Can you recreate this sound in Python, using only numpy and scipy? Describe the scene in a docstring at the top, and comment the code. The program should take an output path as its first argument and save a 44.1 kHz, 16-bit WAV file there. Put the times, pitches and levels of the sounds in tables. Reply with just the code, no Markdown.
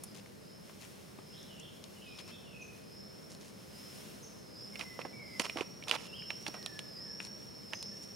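"""Cicada and monkeys at a forest edge

A paved clearing in stereo. A low rumble with a narrow drone lies far off; filtered noise rustles as leaves.
A cicada, clicks ringing at a gliding pitch, trills in slow surges that grow louder over a thin, steady insect
of narrow noise. Birds, most of their tones gliding, whistle and chirp far off in the trees. Close to the
microphones monkeys shift about on gritty ground: noise bursts snap and knock, runs of tiny grains scuff."""
import sys
import numpy as np
from scipy import signal
from scipy.fft import rfft, irfft, next_fast_len
from scipy.io import wavfile
from scipy.ndimage import uniform_filter1d

SR = 44100
rng = np.random.default_rng(int(sys.argv[2]) if len(sys.argv) > 2 else 0)


def transcribe(u):
    """Save the signal u as a 16-bit wav file named by the first command-line argument.

    u: samples, shape (n,) or (channels, n), limited to [-1, 1]; the rate is SR.
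    q: integer samples, one column per channel.
    """
    v = np.clip(np.atleast_2d(u).T, -1, 1)
    q = np.round(v * 32767).astype(np.int16)
    wavfile.write(sys.argv[1], SR, q)


N = 359415
TIME = np.arange(N) / SR  # s

# where the monkeys sit: left minus right [dB]
LEFT, MIDDLE, RIGHT = 7.9, 0, -6.5

# spectrum of the far rumble: (frequency [Hz], relative level [dB])
RUMBLE_SPECTRUM = [(15, -68.5), (25, -51), (60, -9.5), (114, -2), (162, 0.5), (189, 1), (285, -6),
                   (354, -6), (450, -6.5), (637, -10), (680, -14.5), (2400, -24), (3250, -40), (4220, -22),
                   (4500, -24), (5850, -65), (9900, -120)]
# spectrum of the foliage: (frequency [Hz], relative level [dB])
LEAF_SPECTRUM = [(900, -3), (2000, 1), (3000, 3.5), (4200, 0.5), (6300, 1), (7800, -3), (9600, 0),
                 (11500, -3.5), (15500, -9)]
# colour of sounds made on the paving: (frequency [Hz], gain [dB])
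GROUND_COLOUR = [(120, 4), (280, 5), (520, 1), (790, -1.5), (1100, -0.5), (1600, -4), (2500, 1.16),
                 (3700, -3.5), (4600, -0.5), (7000, -0.5), (7800, -4.5), (9500, 1.5), (14000, -5.5)]
# stereo width of the surroundings: (frequency [Hz], side minus middle [dB])
SURROUND_WIDTH = [(60, -1), (110, -3.5), (200, -2.5), (380, 2.5), (700, 2), (1290, 1.5), (2380, -3.5),
                  (4400, -6), (8120, -7), (15000, 0)]
# leaves stirred by the breeze: (time of the height [s], half length [s], rise [dB])
BREEZE_GUSTS = [(0.832, 0.21, 4), (1.683, 0.44, 1.5), (3.948, 0.28, 7), (4.795, 0.16, 4), (5.43, 0.14, 5.5),
                (6.55, 0.23, 3.5), (8.016, 0.22, 2)]
# a short piece of cicada song, then bird whistles, most of them falling, one level:
# (time [s], length [s], start [Hz], end [Hz], hoarseness [share of the pitch],
# level [dB], swell from start to end [dB])
GLIDES = [(0.068, 0.04, 5180, 4930, .005, -58, -5), (1.461, .16, 3300, 2726, .045, -59.5, -4),
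          (1.945, .22, 3106, 2400, .018, -60.5, 1), (2.243, 0.07, 2700, 2590, .015, -61, 0),
          (2.43, 0.215, 3074, 2477, .026, -56, 14), (4.721, 0.26, 2190, 2005, .003, -56.5, 1),
          (5.124, 0.27, 2317, 2040, 0.0067, -54, -8), (6.039, 0.12, 2900, 2630, .012, -60, 5),
          (6.565, 0.27, 1940, 1700, 0.0036, -60, -4), (6.962, 0.26, 1990, 1615, .006, -64, -4),
          (7.91, 0.2, 1770, 1770, .002, -67.5, -5)]
CICADA_PIECE, BIRD_WHISTLES = GLIDES[:1], GLIDES[1:]
# slurs that arch over and fall back: (time [s], length [s], start [Hz], top [Hz], end [Hz],
# place of the top in the note [0-1], hoarseness [share of the pitch], level [dB])
ARCHED_CHIRPS = [(1.313, .11, 2800, 3850, 3500, 0.68, .07, -58),
                 (1.591, .11, 2750, 3360, 3000, .36, .05, -56.5),
                 (2.014, .12, 2780, 3860, 3450, 0.54, 0.068, -59),
                 (2.303, .11, 3050, 3484, 3260, .3, .06, -58),
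                 (6.124, .088, 2620, 3350, 2720, 0.42, .014, -48.5)]
# high, quick chips: (time [s], level [dB])
HIGH_CHIPS = [(2.613, -56), (4.228, -50.5), (7.738, -49.5)]
# cicada surges, a low swell that climbs to a held note and sags again:
# (time [s], low pitch [Hz], held pitch [Hz], swell level [dB], held level [dB]), before strain and sag
CICADA_SURGES = [(.45, 5150, 5390, -60.5, -71), (1.26, 5210, 5420, -58, -67),
                 (2.08, 5180, 5410, -57, -66.5), (2.91, 5170, 5400, -55, -63),
                 (3.75, 5170, 5380, -54.5, -63), (4.56, 5120, 5440, -50.5, -54),
                 (5.33, 5073, 5583, -53.5, -54.5), (6.19, 5130, 5540, -47.5, -51),
                 (6.99, 5076, 5545, -46.5, -50.5), (7.77, 5130, 5516, -46.5, -51.5)]
# hands and feet scuffing: (time [s], length [s], level [dB], weight [dB], place [dB])
MONKEY_SCUFFS = [ (0.137, 0.072, -58.5, -8, LEFT), (.801, 0.069, -58, -7, LEFT),
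                 (2.167, 0.055, -58, -6, LEFT), (2.272, 0.048, -57, -2, LEFT),
                 (3.295, 0.055, -64, -15, MIDDLE), (3.39, 0.13, -63.5, -10, MIDDLE),
                 (4.785, 0.06, -51, 1, RIGHT), (5.4, 0.027, -44.5, -8, RIGHT),
                 (5.433, 0.04, -45.5, 1.5, RIGHT), (5.565, 0.043, -52, 8, RIGHT),
                 (5.864, 0.079, -49, 0.5, RIGHT), (5.915, 0.056, -43, 4, RIGHT),
                 (5.968, .12, -56.5, -4.5, RIGHT), (6.296, 0.025, -61, 9.5, RIGHT),
                 (6.41, .025, -74, -28, RIGHT), (6.46, 0.031, -51, 3.5, RIGHT),
                 (6.533, .06, -62.5, 9, RIGHT), (7.199, 0.085, -58, -8.5, LEFT),
                 (7.722, 0.029, -56.5, 8, RIGHT), (8.018, 0.039, -76, -35, RIGHT)]
# hands and feet set down: (time [s], knock level [dB], decay [s], knock [Hz], grit underneath [dB], place [dB])
MONKEY_STEPS = [(.260, -52.5, .0016, 700, -0.5, LEFT), (.695, -52.5, 0.0049, 900, -7, LEFT),
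                (1.187, -45.5, 0.0028, 430, -26, LEFT), (4.991, -32.5, 0.0012, 524, -16, RIGHT),
                (5.050, -36, 0.0045, 562, -17, RIGHT), (5.397, -29.5, 0.004, 676, 1, RIGHT),
                (5.558, -38, 0.0055, 418, -26, RIGHT), (5.571, -33.5, 0.0025, 1100, -4.5, RIGHT),
                (5.585, -36, 0.0021, 700, -13, RIGHT), (5.6093, -30.5, 0.0022, 442, -5, RIGHT),
                (5.628, -52, 0.0018, 716, -25, RIGHT), (6.482, -43, 0.0069, 400, -18, RIGHT),
                (6.541, -39.5, 0.0023, 1000, -4, RIGHT)]
# dry bits snapping: (time [s], level [dB], pitch [Hz], decay [s], place [dB])
DRY_SNAPS = [ (.036, -41.5, 9930, 0.0059, MIDDLE), (1.429, -53, 5520, 0.0015, LEFT),
             (1.597, -51, 6200, .0033, LEFT), (1.84, -41.5, 3660, .0013, LEFT),
             (2.186, -46, 3200, 0.01, LEFT), (3.307, -49, 5500, .0007, MIDDLE),
             (3.318, -46.5, 5500, .0007, MIDDLE), (3.349, -48, 4410, .0012, MIDDLE),
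             (3.411, -53, 5800, .0016, MIDDLE), (4.756, -40.5, 2400, 0.003, RIGHT),
             (4.793, -36.5, 3550, 0.0017, RIGHT), (4.810, -32.5, 2400, .002, RIGHT),
             (5.014, -41.5, 2280, 0.0043, RIGHT), (5.3954, -29.5, 3930, .004, RIGHT),
             (5.454, -35, 2900, .0018, RIGHT), (5.4967, -30, 2600, 0.0015, RIGHT),
             (5.608, -29.5, 2470, 0.00077, RIGHT), (5.824, -42.5, 2280, 0.002, RIGHT),
             (5.837, -42, 3080, 0.0013, RIGHT), (5.882, -35, 3450, 0.0036, RIGHT),
             (5.894, -33.5, 3430, 0.0041, RIGHT), (5.912, -17.5, 2700, 0.0013, RIGHT),
             (5.952, -35, 2900, .0012, RIGHT), (5.962, -37, 2700, .001, RIGHT),
             (6.221, -44, 2100, .001, RIGHT), (6.304, -28, 2460, 0.0013, RIGHT),
             (6.465, -32, 2700, 0.0022, RIGHT), (6.48, -38, 4500, 0.0027, MIDDLE),
             (6.6273, -41.5, 3770, 0.0008, RIGHT), (6.661, -29.5, 3570, 0.0013, RIGHT),
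             (6.791, -32, 3450, 0.0015, RIGHT), (7.202, -33.5, 2390, 0.0012, LEFT),
             (7.250, -41, 4510, 0.00096, LEFT), (7.7336, -28.5, 2360, .0011, RIGHT),
             (7.8265, -37, 4290, 0.0016, RIGHT)]

RUMBLE_DB, RUMBLE_RISE_DB_PER_S = -53.5, 0.1928
CALM_LEAVES_DB = -61.5
FAR_INSECT_HZ, FAR_INSECT_WIDTH_HZ, FAR_INSECT_DB = 5400, 150, -71
GLIDE_EASE = 1.9  # above 1, a glide is steepest at first
CHIRP_SWELL_DB = -3
CHIP_S, CHIP_START_HZ, CHIP_END_HZ, CHIP_QUAVER = 0.0259, 6260, 5600, 0.051
SURGE_PERIOD_S = .814
CLIMB_SKEW, CLIMB_ROUNDNESS = .7, .54
SWELL_LAG_S, SWELL_ATTACK_S, SWELL_RELEASE_S = 0.0577, .1, .16
SAG_DB, SAG_SHARE = 3.5, 0.68  # depth of the dip in level and its place in the surge
GRIT_DB, GRIT_PER_WEIGHT = -7.5, -0.75  # the more weight, the less grit skitters (dB, dB per dB)
STEP_RING_HZ, STEP_CRACK_DB = 2520, -9.5
DRAG_S, DRAG_DB, DRAG_WEIGHT_DB = 0.026, -24, 7.5  # every step slides a little
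SNAP_KNOCK_HZ, SNAP_KNOCK_DB = 780, -11.5
# thinner bits ring higher and crack more brightly, up to a limit
CRACK_DB, CRACK_REF_HZ, CRACK_DB_PER_OCTAVE, CRACK_MAX_DB = -16.5, 3050, 29, -5.5
TOP_HZ = 15800


def undb(db):
    """Decibels to gain."""
    return 10 ** (np.asarray(db) / 20)


def unit(x):
    """Scale to rms 1."""
    return x / np.sqrt(np.mean(x ** 2) + 1e-24)


def band(x, hz, width_hz, order=1):
    """A resonance with gain 1 at its centre; applied twice it is steep."""
    hz = min(hz, .44 * SR)
    g, k = np.tan(np.pi * hz / SR), width_hz / hz
    numerator = [g * k, 0, -g * k]
    denominator = [1 + g * k + g * g, 2 * g * g - 2, 1 - g * k + g * g]
    for _ in range(order):
        x = signal.lfilter(numerator, denominator, x)
    return x


def walk(rate):
    """Random levels held for 1 / rate s and smoothed twice, at rms 1."""
    hold = max(int(SR / rate), 1)
    held = np.repeat(rng.standard_normal(N // hold + 1), hold)
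    return unit(uniform_filter1d(uniform_filter1d(held, hold), hold)[:N])


def colour(x, points):
    """Filter a sound with a response of (frequency [Hz], gain [dB]) points."""
    hz, db = np.transpose(points)
    size = next_fast_len(N + SR // 10)
    f = np.maximum(np.fft.rfftfreq(size, 1 / SR), 1)
    response = undb(np.interp(np.log(f), np.log(hz), db))
    return irfft(rfft(x, size) * response, size)[..., :N]


def spread(pair, side_db):
    """Two unrelated sounds as the middle and side of a stereo image."""
    side = undb(side_db) * pair[1]
    return np.array([pair[0] + side, pair[0] - side])


def surround(pair):
    """Two unrelated sounds all around the listener, wider at some pitches than at others."""
    return spread([pair[0], colour(pair[1], SURROUND_WIDTH)], side_db=0)


def pan(pan_db):
    """Left and right gains for a level difference."""
    gains = undb(np.array([[pan_db], [-pan_db]]) / 2)
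    return gains / gains.mean()


def add(out, s, sound):
    """Mix a stereo sound in at time s."""
    i = max(int(s * SR), 0)
    out[:, i:i + sound.shape[1]] += sound[:, :N - i]


def scatter(x, t60, wet_db, side_db):
    """The direct sound and a fading cloud of reflections from trunks, leaves and ground."""
    t = TIME[:SR]
    tail = spread(rng.standard_normal((2, SR)), side_db) * 1000 ** (-t / t60)
    response = undb(wet_db) * unit(tail) / np.sqrt(SR)
    response[:, 0] += 1  # direct sound
    wet = signal.fftconvolve(np.atleast_2d(x), response, axes=1)[:, :N]
    return wet / np.hypot(1, undb(wet_db))


def distance(drone_hz=202, drone_db=-63):
    """A wide low rumble of far traffic, slowly rising, with one narrow drone in it."""
    rumble = unit(colour(surround(rng.standard_normal((2, N))), RUMBLE_SPECTRUM))
    rumble_db = RUMBLE_DB + RUMBLE_RISE_DB_PER_S * TIME + 0.51 * walk(5)
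    drone = band(surround(rng.standard_normal((2, N))), drone_hz, 14.0, order=2)
    return rumble * undb(rumble_db) + undb(drone_db) * unit(drone)


def leaves(tick_rate=45, tick_db=5, tick_size_db=3):
    """Soft hiss of foliage with single dry ticks in it, swelling with the breeze."""
    tick_sizes_db = tick_db + tick_size_db * np.minimum(rng.exponential(size=(2, N)), np.pi)
    ticks = (rng.random((2, N)) < tick_rate / SR) * undb(tick_sizes_db)
    hiss = unit(colour(surround(rng.standard_normal((2, N)) + ticks), LEAF_SPECTRUM))
    gust_db = sum(rise_db * np.exp(-((TIME - s) / half_s) ** 2) for s, half_s, rise_db in BREEZE_GUSTS)
    return hiss * undb(CALM_LEAVES_DB + gust_db + 0.76 * walk(15)) * pan(.5)


def far_insect():
    """A second insect farther off holds one thin note, a narrow band of noise blurred by distance."""
    trill = unit(band(rng.standard_normal(N), FAR_INSECT_HZ, FAR_INSECT_WIDTH_HZ, order=2))
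    level_db = FAR_INSECT_DB + 2.9 * walk(4.8)
    return scatter(trill * undb(level_db), t60=0.41, wet_db=-2.0, side_db=-5.0)


def progress(length_s):
    """A ramp from 0 to 1 over a note."""
    return np.linspace(0, 1, int(length_s * SR))


def note(hz, quaver, db, swell_db=-3, quaver_rate=420, flutter_db=3.0):
    """One note along a pitch curve, clear or hoarse, fluttering as it swells or fades."""
    count = len(hz)
    wobble = quaver * np.tanh(1.74 * walk(quaver_rate)[:count])
    phase = 2 * np.pi * np.cumsum(hz * (1 + wobble)) / SR
    shape_db = np.linspace(0, swell_db, count) + flutter_db * walk(58)[:count]
    tone = np.sin(phase) * signal.windows.tukey(count, .15) * undb(shape_db)
    return unit(tone) * undb(db) * pan(-0.81)


def glides(rows):
    """Notes that ease from a start pitch to an end pitch."""
    out = np.zeros((2, N))
    for s, length, start_hz, end_hz, hoarse, db, swell_db in rows:
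        hz = end_hz + (start_hz - end_hz) * (1 - progress(length)) ** GLIDE_EASE
        add(out, s, note(hz, hoarse, db, swell_db))
    return out


def smear(sound):
    """The forest smears a sound from far off in the trees."""
    return scatter(sound, t60=0.78, wet_db=3.5, side_db=-8.0)


def birds():
    """Whistles, most of them falling, one level; arched slurs and high chips."""
    out = glides(BIRD_WHISTLES)
    for s, length, start_hz, top_hz, end_hz, top_share, hoarse, db in ARCHED_CHIRPS:
        hz = np.interp(progress(length), [0, top_share, 1], [start_hz, top_hz, end_hz])
        add(out, s, note(hz, hoarse, db, CHIRP_SWELL_DB))
    for s, db in HIGH_CHIPS:
        hz = np.interp(progress(CHIP_S), [0, 1], [CHIP_START_HZ, CHIP_END_HZ])
        add(out, s, note(hz, CHIP_QUAVER, db))
    return smear(out)


def cicada_piece():
    """A short piece of the cicada's song, a single tone gliding down near 5 kHz."""
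    return smear(glides(CICADA_PIECE))


def cicada(click_hz=215, ring_width_hz=385, strain_hz=160, unsteady_hz=45, body_hz=5360, body_width_hz=1300,
           low_mode_hz=4450, low_mode_width_hz=170, low_mode_db=-18.0):
    """Tymbal clicks ring the abdomen at a surging pitch over a faint fixed ring; the trees blur them."""
    starts, low_hz, held_hz, swell_db, held_db = np.transpose(CICADA_SURGES)
    low_hz, swell_db = (np.interp(TIME, starts, column) for column in (low_hz, swell_db))
    held_times = starts + SURGE_PERIOD_S / 2
    held_hz, held_db = (np.interp(TIME, held_times, column) for column in (held_hz, held_db))
    edges = np.r_[starts[0] - SURGE_PERIOD_S, starts, starts[-1] + SURGE_PERIOD_S]
    share = np.interp(TIME, edges, np.arange(len(edges))) % 1  # progress through each surge
    rise = abs(np.sin(np.pi * share ** CLIMB_SKEW)) ** CLIMB_ROUNDNESS
    # the swell peaks just after the lowest pitch
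    swell = 0
    for s in starts + SWELL_LAG_S:
        width_s = np.where(TIME < s, SWELL_ATTACK_S, SWELL_RELEASE_S)
        swell = swell + np.exp(-((TIME - s) / width_s) ** 2)
    # the pitch slips downward while the insect strains and settles on the held note
    slip_hz = (unsteady_hz + strain_hz * (1 - rise + swell) / 2) * abs(walk(330))
    hz = low_hz + rise * (held_hz - low_hz) - slip_hz
    sag_db = SAG_DB * np.cos(np.pi * (share - SAG_SHARE)) ** 2
    db = held_db + swell * (swell_db - held_db) - sag_db
    cycles = np.cumsum(click_hz * (1 + .06 * walk(90))) / SR
    clicks = np.diff(np.floor(cycles), prepend=0) * undb(1.6 * walk(170))
    # each buckle starts a ring in a sharply bounded band, at a phase of its own
    ring_filter = signal.butter(7, ring_width_hz / 2, fs=SR, output="sos")
    buzz = signal.sosfilt(ring_filter, clicks * np.exp(2j * np.pi * rng.random(N)))
    carrier = np.exp(2j * np.pi * np.cumsum(hz) / SR)
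    song = band((buzz * carrier).real, body_hz, body_width_hz, order=2)
    low_mode = band(abs(buzz) * rng.standard_normal(N), low_mode_hz, low_mode_width_hz, order=2)
    voice = unit(song) * undb(db) + unit(low_mode) * rise * undb(held_db + low_mode_db)
    return scatter(voice, t60=0.31, wet_db=1.5, side_db=-17.0) * pan(-1.4)


def grains(length_s, rate, size_db, side_db=-10):
    """A run of tiny clicks of uneven size that fades in and out."""
    shape = (2, int(length_s * SR))
    clicks = (rng.random(shape) < rate / SR) * rng.choice([-1, 1], shape)
    sizes = undb(size_db * np.minimum(rng.exponential(size=shape), np.pi))
    return spread(clicks * sizes * signal.windows.tukey(shape[-1], .4), side_db)


def drag(length_s, weight_db, grain_rate=240, grain_db=5, coarse_hz=1900, fine_hz=4300, ring_share=0.37,
         body_hz=950, count=5):
    """Skin drags over grit: grains crackle at several pitches, with a dull body where weight bears on them."""
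    rasp = 0
    for hz in np.geomspace(coarse_hz, fine_hz, count):
        rasp = rasp + band(grains(length_s, grain_rate, grain_db), hz, ring_share * hz) / np.sqrt(hz)
    body = unit(band(grains(length_s, 1300, 3.6), body_hz, 1180, order=2))
    grit = unit(band(grains(length_s, 1100, grain_db), 6000, 9200, order=2))
    return unit(rasp) + undb(weight_db) * body + undb(GRIT_DB + GRIT_PER_WEIGHT * weight_db) * grit


def scuffs():
    """Longer drags, from light brushes of fur to a heavy heel."""
    out = np.zeros((2, N))
    for s, length, db, weight_db, place in MONKEY_SCUFFS:
        add(out, s, drag(length, weight_db) * undb(db) * pan(place))
    return out


def fracture(hz, decay_s, knock_hz, knock_db, crack_db, break_db, knock_share, ring_share, rise_s=0.00061,
             crumb_db=-21, crumb_s=0.0082, side_db=-11):
    """One sharp break and a burst of tiny fractures: its own ring, a knock on the ground, a bright crack."""
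    t = TIME[:SR // 12]
    # a fainter, slower fall lets crumbs settle after the break
    fall = np.exp(-t / max(decay_s, 1 / SR)) + undb(crumb_db) * np.exp(-t / crumb_s)
    envelope = (1 - np.exp(-t / rise_s)) * fall
    first_break = undb(break_db) * signal.unit_impulse(len(t), int(rise_s * SR))
    noises = rng.standard_normal((3, 2, len(t)))
    burst = [first_break + spread(pair, side_db) * envelope for pair in noises]
    ring = unit(band(band(burst[0], hz, ring_share * hz), hz, 1.4 * hz))
    knock = unit(band(burst[1], knock_hz, knock_share * knock_hz, order=2))
    crack = unit(band(burst[2], 7100, 7800, order=2))
    # the level is that of the burst's first moments
    return (ring + undb(knock_db) * knock + undb(crack_db) * crack) * np.sqrt((decay_s + rise_s) / t[-1])


def steps():
    """A hand or foot knocks on the paving, crushes the grit under it and slides a little."""
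    out = np.zeros((2, N))
    for s, db, decay_s, knock_hz, grit_db, place in MONKEY_STEPS:
        # levels inside are relative to the ring of the grit
        impact = fracture(STEP_RING_HZ, decay_s, knock_hz, -grit_db, STEP_CRACK_DB + grit_db,
                          break_db=-1.5, knock_share=1.7, ring_share=0.69)
        add(out, s, impact * undb(db + grit_db) * pan(place))
        add(out, s, drag(DRAG_S, DRAG_WEIGHT_DB) * undb(db + DRAG_DB) * pan(place))
    return out


def snaps():
    """Dry bits break under the monkeys; the thin ones crack brightest."""
    out = np.zeros((2, N))
    for s, db, hz, decay_s, place in DRY_SNAPS:
        crack_db = min(CRACK_DB + CRACK_DB_PER_OCTAVE * np.log2(hz / CRACK_REF_HZ), CRACK_MAX_DB)
        snap = fracture(hz, decay_s, SNAP_KNOCK_HZ, SNAP_KNOCK_DB, crack_db,
                        break_db=6.5, knock_share=1.9, ring_share=0.37)
        add(out, s, snap * undb(db) * pan(place))
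    return out


def monkeys():
    """Close to the microphones and nearly dry, coloured by the paving."""
    contact = colour(scuffs() + steps() + snaps(), GROUND_COLOUR)
    return scatter(contact, t60=0.76, wet_db=-16.5, side_db=-3)


def scene():
    """From the far rumble through the trees to the monkeys close by."""
    background = distance() + leaves() + far_insect()
    return background + birds() + cicada_piece() + cicada() + monkeys()


def record(dry):
    """The recorder cuts the top steeply."""
    top_cut = signal.ellip(8, .1, 60, TOP_HZ, fs=SR, output="sos")
    return signal.sosfiltfilt(top_cut, dry)


dry = scene()
out = record(dry)
transcribe(out)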